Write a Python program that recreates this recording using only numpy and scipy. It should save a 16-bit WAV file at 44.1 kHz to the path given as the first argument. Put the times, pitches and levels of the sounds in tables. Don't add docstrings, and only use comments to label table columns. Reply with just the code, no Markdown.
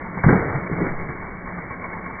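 import sys
import numpy as np
from scipy import signal
from scipy.fft import rfft, irfft
from scipy.io import wavfile
from scipy.ndimage import uniform_filter1d

SR = 44100
rng = np.random.default_rng(int(sys.argv[2]) if len(sys.argv) > 2 else 0)


def how_loud(loudness_db):
    steps = np.asarray(loudness_db, float) / 20
    return 10 ** steps


def wav_record(signal):
    frames = np.transpose(np.atleast_2d(signal))
    bounded = np.clip(frames, -1, 1)
    quanta = np.round(bounded * 32767).astype(np.int16)
    wavfile.write(sys.argv[1], SR, quanta)


N = 97020

# [f/Hz, density/dB per Hz]
WHIRR_SPECTRUM = [(15, -39.5), (25, -14), (103, -9), (175, -10.5), (208, -9), (721, -15.5), (1100, -16.5),
                  (2220, -15.5), (2400, -12.5), (3120, -57.5), (5280, -120)]
# [f/Hz, width/Hz, level/dB, share of stroke load/0-1]
GEAR_WHINES = [(178, 23, -46.5, 0), (889, 46, -53.5, 1), (1090, 96, -47, 0.6), (2184, 160, -49.5, 0.6)]
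# [t/s, puff level/dB, squeal level/dB, squeal f/Hz]
PUMP_STROKES = [(.012, 6, -42, 1137), (.063, 2.5, -37, 900), (.178, 7, -36.5, 900), (.55, 4, -47, 1090),
                (.67, 4, -41, 1090), (1.0, 6, -42, 1090), (1.091, 6.5, -50.5, 1090), (1.23, 4, -46.5, 890),
                (1.345, -0.5, -39.5, 1120), (1.475, 2.5, -40.5, 1100), (1.585, 4, -37.5, 1200),
                (1.71, 4, -35, 1095), (1.753, -1.5, -49, 1090), (1.845, 5, -34, 1035),
                (1.933, 4.5, -35, 2185), (1.967, 4, -37, 1095), (2.064, 5, -32, 1092),
                (2.10, 0.5, -35.5, 905), (2.19, 4.5, -44, 1090)]
# [t/s, half length/s, level/dB, f/Hz]
HUM_SWELLS = [(.045, 0.0052, -33.5, 187), (.10, 0.018, -34, 187), (.142, 0.0092, -30, 167.5),
              (.208, 0.025, -35, 173), (.63, 0.051, -32, 183.4), (.80, 0.053, -28, 178),
              (.92, 0.024, -31, 176.4), (1.01, 0.032, -34.5, 172.3), (1.22, 0.033, -39, 178),
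              (1.35, 0.016, -36.5, 185), (1.54, 0.03, -34.5, 179.7), (1.585, 0.019, -33, 178),
              (1.78, 0.019, -38, 174.6), (1.87, 0.051, -45.5, 178), (1.96, 0.022, -38.5, 172),
              (2.07, 0.027, -36, 178)]
# [t/s, peak level/dB, f/Hz, ring/s]
PRESSURE_POPS = [(0.1739, -20, 190, 0.0037), (0.1963, -25, 200, .003), (.2385, -15.5, 928, .003),
                 (0.2445, -6.5, 118.6, 0.0066), (0.2664, 1, 143, .008), (0.2859, -2.5, 200.6, 0.0051),
                 (0.29, -11.5, 1592, 0.004), (.2935, -9.5, 344, .005), (0.305, -12, 255.7, .006),
                 (1.4761, -24.5, 1490, 0.0012), (0.3276, -7.5, 174.4, 0.0091), (0.3557, -11, 190, .012),
                 (0.554, -19.5, 144.2, 0.022), (.6990, -17.5, 400, 0.0035), (.7160, -12, 200, 0.0025),
                 (0.7268, -14.5, 150, 0.0088), (0.8296, -12, 172, 0.0039)]
# [t/s, hiss level/dB, gurgle level/dB, froth/0-1]
LAUNCH_JET = [
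    (.2335, -51, -57, 0.51),
    (0.2374, -13.5, -27.5, 0.61),
    (0.249, -24.5, -26.5, 0.7),
    (0.2866, -24.5, -22.5, 0.05),
    (.290, -19, -18, 0.7),
    (0.333, -20.5, -20, 0.9),
    (0.387, -26.5, -27, 0.8),
    (0.559, -30, -30.5, 0.4),
    (0.681, -37, -38.5, 0.7),
]
# [t/s, hiss level/dB, gurgle level/dB, froth/0-1]
SECOND_SURGE = [
    (0.688, -53, -48, 0.48),
    (.72, -34.5, -35, 0.43),
    (0.769, -35, -32, 0.76),
    (.81, -31, -24, 0.88),
    (0.869, -26, -29, .9),
    (.90, -30.5, -35, .6),
    (0.942, -36.5, -34.5, 0.323),
    (1.081, -47, -36.5, 0.34),
    (1.298, -48.5, -48.5, 0.64),
]
# [f/Hz, density/dB per Hz]
HISS_SPECTRUM = [(290, -24), (500, -4), (646, -6), (862, -7), (1600, -9), (2400, -10), (3120, -56.5),
                 (5280, -120)]
# [f/Hz, width/Hz, level/dB]
BOTTLE_RESONANCES = [(94.1, 56, -0.5), (150, 60, 2.5), (267, 100, -0.5), (340, 110, 2), (465, 140, -2.5)]
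# [t/s, level/dB]
AIR_SHOVE = [
    (0, -41),
    (.23, -61),
    (.27, -31),
    (.45, -41.5),
    (.87, -43),
    (.91, -40.5),
    (1.03, -38.5),
    (1.1, -44),
    (2.2, -49.5),
]
# [t/s, half length/s, peak level/dB, f/Hz]
AIR_GUST = (.967, .075, -25, 9)
# [f/Hz, gain/dB]
BAND_EDGE = [(2296, 0), (2322, -40), (2385, -47), (2430, -72)]


def level(x):
    return x / np.sqrt(np.mean(x ** 2))


def band(x, f_hz, width_hz):
    return signal.lfilter(*signal.iirpeak(f_hz, f_hz / width_hz, fs=SR), x)


def colour(x, points):
    p = np.array(points)
    f_hz = np.fft.rfftfreq(N, 1 / SR) + 1
    gain_db = np.interp(np.log(f_hz), np.log(p[:, 0]), p[:, 1])
    return level(irfft(rfft(x) * how_loud(gain_db), N))


def walk(rate_hz):
    hold = int(SR / rate_hz)
    steps = np.repeat(rng.standard_normal(N // hold + 1), hold)
    return level(uniform_filter1d(uniform_filter1d(steps, hold), hold)[:N])


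def curve(rows, column):
    r = np.array(rows)
    return how_loud(np.interp(np.arange(N) / SR, r[:, 0], r[:, column], left=-120, right=-120))


def tone_swell(t, start_s, half_s, level_db, f_hz):
    bell = np.exp(-((t - start_s) / half_s) ** 2)
    return np.sqrt(2) * how_loud(level_db) * bell * np.sin(2 * np.pi * f_hz * (t - start_s))


def stroke_load_db(t):
    rise_s, fall_s = .004, .018
    load_db = np.zeros(N)
    for s, puff_db, _, _ in PUMP_STROKES:
        load_db += puff_db * np.exp(-np.where(t < s, ((s - t) / rise_s) ** 2, (t - s) / fall_s))
    return load_db


def drill(t):
    whirr_db, squeal_half_s = -34.5, .011
    load_db = stroke_load_db(t)
    whirr = colour(rng.standard_normal(N), WHIRR_SPECTRUM)
    out = how_loud(whirr_db + load_db + 0.66 * walk(30)) * whirr
    for f_hz, width_hz, whine_db, share in GEAR_WHINES:
        whine = level(band(band(rng.standard_normal(N), f_hz, width_hz), f_hz, width_hz))
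        out += how_loud(whine_db + 2 * share * load_db + 2.0 * walk(14)) * whine
    for s, _, squeal_db, f_hz in PUMP_STROKES:
        out += tone_swell(t, s, squeal_half_s, squeal_db, f_hz)
    for s, half_s, hum_db, f_hz in HUM_SWELLS:
        out += tone_swell(t, s, half_s, hum_db, f_hz)
    return out


def pops(t):
    rise_cycles = 0.27
    out = np.zeros(N)
    for s, peak_db, f_hz, ring_s in PRESSURE_POPS:
        u = t - s
        envelope = np.exp(-np.where(u < 0, (u * f_hz / rise_cycles) ** 2, u / ring_s))
        out += how_loud(peak_db) * envelope * np.cos(2 * np.pi * f_hz * u)
    return out


def spray():
    flutter_db = 1.3
    noise = colour(rng.standard_normal(N), [(250, -24)] + list(HISS_SPECTRUM))
    return level(how_loud(flutter_db * walk(110)) * noise)


def bottle_gurgle(t):
    glugs_per_s, spread_db, froth_db_per_octave = 700, 2.2, 6.5
    chance = rng.random((N, 3))
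    size = how_loud(-spread_db * np.log(1 - chance[:, 2]))
    glugs = (chance[:, 0] < glugs_per_s / SR) * np.sign(chance[:, 1] - .5) * size
    glugs = level(glugs) + .5 * rng.standard_normal(N)
    both = np.array(list(LAUNCH_JET) + list(SECOND_SURGE))
    tilt_db = froth_db_per_octave * (np.interp(t, both[:, 0], both[:, 3]) - .5)
    out = np.zeros(N)
    for k, (f_hz, width_hz, ring_db) in enumerate(BOTTLE_RESONANCES):
        ring = level(band(band(glugs, f_hz, width_hz), f_hz, 2 * width_hz))
        out += (-1) ** k * how_loud(ring_db - 6 + tilt_db * np.log2(f_hz / 200)) * ring
    return out


def jet(t):
    hiss, gurgle = spray(), bottle_gurgle(t)
    out = np.zeros(N)
    for rows in (LAUNCH_JET, SECOND_SURGE):
        out += curve(rows, 1) * hiss + curve(rows, 2) * gurgle
    return out


def yard_echo(hits, t):
    t60_s, echo_db, gap_s = 0.17, -18, .012
    u = t[:SR // 2]
    tail = rng.standard_normal(SR // 2) * how_loud(-60 * u / t60_s) * (u > gap_s)
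    return how_loud(echo_db) * signal.fftconvolve(hits, tail / np.sqrt(np.sum(tail ** 2)))[:N]


def shove(t):
    s, half_s, peak_db, f_hz = AIR_GUST
    gust = how_loud(peak_db) * np.exp(-((t - s) / half_s) ** 2) * np.cos(2 * np.pi * f_hz * (t - s))
    push = level(band(band(rng.standard_normal(N), 14, 22), 14, 40))
    return gust + curve(AIR_SHOVE, 1) * push


def scene():
    t = np.arange(N) / SR
    hits = pops(t)
    return (drill(t) + hits + jet(t) + yard_echo(hits, t) + shove(t))[None]


def low_pass(x):
    return signal.sosfilt(signal.butter(12, 3590, fs=SR, output="sos"), x)


def record(dry):
    ceiling = .96
    soft = dry / (1 + np.abs(dry / ceiling) ** 6) ** (1 / 6)
    edge = how_loud(np.interp(np.fft.rfftfreq(2 * N, 1 / SR), *np.array(BAND_EDGE).T))
    mix = irfft(rfft(soft, 2 * N) * edge)[:, :N]
    return low_pass(mix)


dry = scene()
out = record(dry)
wav_record(out)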